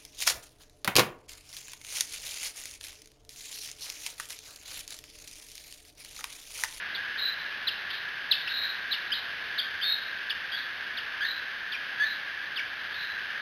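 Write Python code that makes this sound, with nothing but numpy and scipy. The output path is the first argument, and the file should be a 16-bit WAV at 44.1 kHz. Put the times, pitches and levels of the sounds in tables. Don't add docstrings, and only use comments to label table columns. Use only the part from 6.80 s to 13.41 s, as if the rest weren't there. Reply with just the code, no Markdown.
import sys
import numpy as np
from scipy import signal
from scipy.fft import rfft, irfft, next_fast_len
from scipy.io import wavfile
from scipy.ndimage import map_coordinates

SR = 44100
rng = np.random.default_rng(int(sys.argv[2]) if len(sys.argv) > 2 else 0)


def wrap_up_sound(samples):
    columns = np.atleast_2d(samples).T
    tamed = np.clip(columns, -1, 1)
    steps = np.round(tamed * 32767).astype(np.int16)
    wavfile.write(sys.argv[1], SR, steps)


N = 291501

# (frequency [Hz], relative density [dB per Hz])
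AIR_COLOUR = [(20, -21), (60, -16.5), (150, -12.5), (450, -11), (1000, -6.5), (1400, -2), (2000, 0.5),
              (2450, 0), (3000, -0.5), (3400, -2), (3750, -5.5), (4000, -8.5)]
# (time [s], lead-in [s], fall [s], top pitch [Hz], end pitch [Hz],
#   crest level [dB], end level [dB], roughness [ratio])
CHIP_CALLS = [ (0.143, 0.0057, 0.0156, 3810, 3280, -35.5, -38.5, 0.92),
              (.869, 0.01, 0.014, 3900, 2780, -25.5, -32, 0.44),
              (1.508, .008, .018, 3900, 2616, -18.5, -30, 0.26),
              (2.106, .019, 0.018, 3880, 2840, -27.5, -35, 0.65),
              (2.777, .007, 0.0151, 3850, 3270, -26, -31, 0.8),
              (3.493, 0.00593, 0.013, 3756, 2850, -29.5, -30, 0.65),
              (4.168, 0.0062, .013, 3700, 2880, -33, -34.5, .6),
              (4.915, 0.0069, .028, 3650, 2380, -35, -34, 0.83),
              (5.757, 0.0056, 0.029, 3650, 2323, -35, -31.5, .65)]
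# (time [s], scoop [s], whole length [s], start pitch [Hz], break pitch [Hz],
#   held pitch [Hz], settling time constant [s], crest position [share of the held note],
#   second harmonic in the scoop [dB], its crest in the held note [dB], fundamental in the scoop [dB],
#   scoop roughness [ratio], held roughness [ratio])
SQUEAL_CALLS = [ (0.369, .012, .19, 1540, 1848, 1999, .028, 0.44, -45, -33.5, -60, 0.4, 0.3),
                (1.101, .012, .16, 1503, 1600, 1925, .03, 0.19, -37, -42, -60, 1.1, 1.15),
                (1.673, .013, .27, 1328, 1446, 1927, .004, 0.46, -34, -36, -56, .85, .4),
                (2.317, 0.017, .1, 1406, 1641, 1950, 0.0074, 0.55, -26, -39.5, -53, 0.18, .55),
                (3.011, 0.021, .15, 1418, 1773, 1905, 0.033, 0.61, -32.5, -28, -55, 0.23, 0.22),
                (3.717, 0.049, .12, 1610, 1697, 1938, .015, .25, -36.5, -41.5, -54, 0.3, 0.9),
                (4.406, .048, 0.22, 1531, 1802, 1960, 0.00497, .25, -37.5, -39.5, -29.5, 0.22, 0.42),
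                (5.196, .048, 0.17, 1658, 1773, 1946, .012, .2, -39, -41.5, -25.5, 0.2, 0.2),
                (6.126, 0.029, 0.24, 1610, 1873, 1977, .02, .45, -44.5, -44.5, -60, 0.3, 0.42)]
# (frequency [Hz], time to decay by 60 dB [s])
FAR_TREES_T60 = [(1000, 0.28), (2500, 0.54), (4000, 0.65)]

AIR_DB, HUM_START_DB, DRONE_DB = -40.5, -38.5, -71
HUM_RISE_DB_PER_S = 0.26
DRIFT_DB, DRIFT_RATE = 0.54, 2.5
CHIP_SWELL_DB, CHIP_CREST_S, CHIP_REST_S = 12, 0.003, 0.0097
SCOOP_BEND = 0.75
BREAK_S = 0.012
HOLD_FIRST_DB = -58
HOLD_SWELL_DB, HOLD_FADE_DB = 3.5, 14
WAVER_SHARE, WAVER_RATE = 0.003, 60
CAMERA_HZ = 8000
TOP_HZ = 14900


def amp(db):
    return 10 ** (np.asarray(db) / 20)


def unit(x):
    return x / np.sqrt(np.mean(x ** 2) + 1e-20)


def along(points, hz):
    f, v = np.transpose(points)
    return np.interp(np.log(hz + 1), np.log(f), v)


def wobble(rate, size):
    knots = rng.standard_normal(int(size * rate / SR) + 4)
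    return map_coordinates(knots, [np.arange(size) * rate / SR])


def noise(response):
    size = next_fast_len(N + 8192)
    hz = np.fft.rfftfreq(size, 1 / SR)
    spectrum = rfft(rng.standard_normal(size)) * response(hz)
    return unit(irfft(spectrum * (hz < CAMERA_HZ / 2), size)[:N])


def resonance(hz, centre_hz, width_hz):
    return np.abs(hz * width_hz / (centre_hz ** 2 - hz ** 2 + 1j * hz * width_hz))


def outdoor_air():
    level_db = AIR_DB + DRIFT_DB * wobble(DRIFT_RATE, N)
    return amp(level_db) * noise(lambda hz: amp(along(AIR_COLOUR, hz)))


def cavity_hum():
    rising_db = HUM_START_DB + HUM_RISE_DB_PER_S * np.arange(N) / SR
    level_db = rising_db + DRIFT_DB * wobble(DRIFT_RATE, N)
    return amp(level_db) * noise(lambda hz: resonance(hz, centre_hz=1661.4, width_hz=319) ** 2)


def low_drone():
    return amp(DRONE_DB) * noise(lambda hz: resonance(hz, centre_hz=83, width_hz=14) ** 2)


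def add(track, s, sound):
    start = round(s * SR)
    track[start:start + len(sound)] += sound[:N - start]


def syrinx(pitch, scatter, flutter_db, edge):
    size = len(pitch)
    shake = wobble(800, size) + 1.66 * wobble(200.5, size)
    phase = 2 * np.pi * np.cumsum(pitch) / SR + scatter * shake
    t = np.arange(size) / SR
    nearest_end = np.minimum(t, t[::-1])
    gate = np.sin(np.pi / 2 * np.clip(nearest_end / edge, 0, 1)) ** 2
    return phase, np.sqrt(2) * gate * amp(flutter_db * wobble(160, size))


def wood(call, near_db, far_db, near_t60=0.13):
    hz, t, z = signal.stft(rng.standard_normal((2, SR // 2)), SR, nperseg=256)
    t60s = np.full((len(hz), 1), near_t60), along(FAR_TREES_T60, hz)[:, None]
    decay = [amp(-60 * t / t60) for t60 in t60s]
    build_up = 1 - np.exp(-t / 0.029)
    near, far = signal.istft(z * decay * build_up, SR, nperseg=256)[1]
    paths = amp(near_db) * near / np.linalg.norm(near) + amp(far_db) * far / np.linalg.norm(far)
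    paths[0] += 1
    return signal.fftconvolve(call, paths)


def chips():
    out = np.zeros(N)
    for s, lead_s, fall_s, top_hz, end_hz, crest_db, end_db, rough in CHIP_CALLS:
        landing = lead_s + fall_s
        t = np.arange(int((landing + CHIP_REST_S) * SR)) / SR
        pitch = np.interp(t, [lead_s, landing], [top_hz, end_hz])
        level_db = np.interp(t, [0, lead_s + CHIP_CREST_S, landing],
                             [crest_db - CHIP_SWELL_DB, crest_db, end_db])
        phase, strength = syrinx(pitch, scatter=0.75 * rough, flutter_db=3.0 * rough, edge=0.0059)
        whistle = amp(level_db) * strength * np.sin(phase)
        add(out, s, wood(whistle, near_db=-7.5, far_db=-10.0))
    return out


def squeals(overtone_db):
    out = np.zeros(N)
    for (s, scoop_s, length, start_hz, break_hz, held_hz, settle_s, crest,
         scoop_db, held_db, open_db, scoop_rough, held_rough) in SQUEAL_CALLS:
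        t = np.arange(int(length * SR)) / SR
        since_break = np.maximum(t - scoop_s, 0)
        risen = np.minimum(t / scoop_s, 1) ** SCOOP_BEND
        settled = 1 - np.exp(-since_break / settle_s)
        pitch = start_hz + (break_hz - start_hz) * risen + (held_hz - break_hz) * settled
        pitch = pitch * (1 + WAVER_SHARE * wobble(WAVER_RATE, len(t)))

        held = np.minimum(since_break / BREAK_S, 1)
        arch_db = np.interp(since_break / (length - scoop_s), [0, crest, 1],
                            [-HOLD_SWELL_DB, 0, -HOLD_FADE_DB])
        first_db = (1 - held) * open_db + held * HOLD_FIRST_DB
        second_db = (1 - held) * scoop_db + held * (held_db + arch_db)
        rough = (1 - held) * scoop_rough + held * held_rough
        phase, strength = syrinx(pitch, scatter=0.88 * rough, flutter_db=2.0, edge=0.0028)

        reedy = np.clip((1650 - pitch) / 200, 0, 1)
        fundamental = amp(first_db) * np.sin(phase)
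        upper = amp(second_db) * (np.sin(2 * phase) + reedy * amp(overtone_db) * np.sin(4 * phase))
        add(out, s, wood(strength * (fundamental + upper), near_db=-7.5, far_db=-8.5))
    return out


def scene():
    background = outdoor_air() + cavity_hum() + low_drone()
    return (background + chips() + squeals(overtone_db=-12))[None]


def record(dry, image_slope=2.385, image_narrowing=3.11):
    seconds, fold_hz = N // SR + 2, CAMERA_HZ / 2
    samples = map_coordinates(dry[0], [np.arange(seconds * CAMERA_HZ) * SR / CAMERA_HZ])
    hz = np.fft.rfftfreq(seconds * SR, 1 / SR)
    mirrored = np.fft.fft(samples)[np.arange(len(hz)) % len(samples)] * SR / CAMERA_HZ
    source_hz = np.abs((hz + fold_hz) % CAMERA_HZ - fold_hz)
    nearness = (source_hz / fold_hz) ** image_narrowing
    leak = nearness * (fold_hz / np.maximum(hz, fold_hz)) ** image_slope
    return irfft(mirrored * np.where(hz < fold_hz, 1, leak) * (hz < TOP_HZ))[None, :N]


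dry = scene()
out = record(dry)
wrap_up_sound(out)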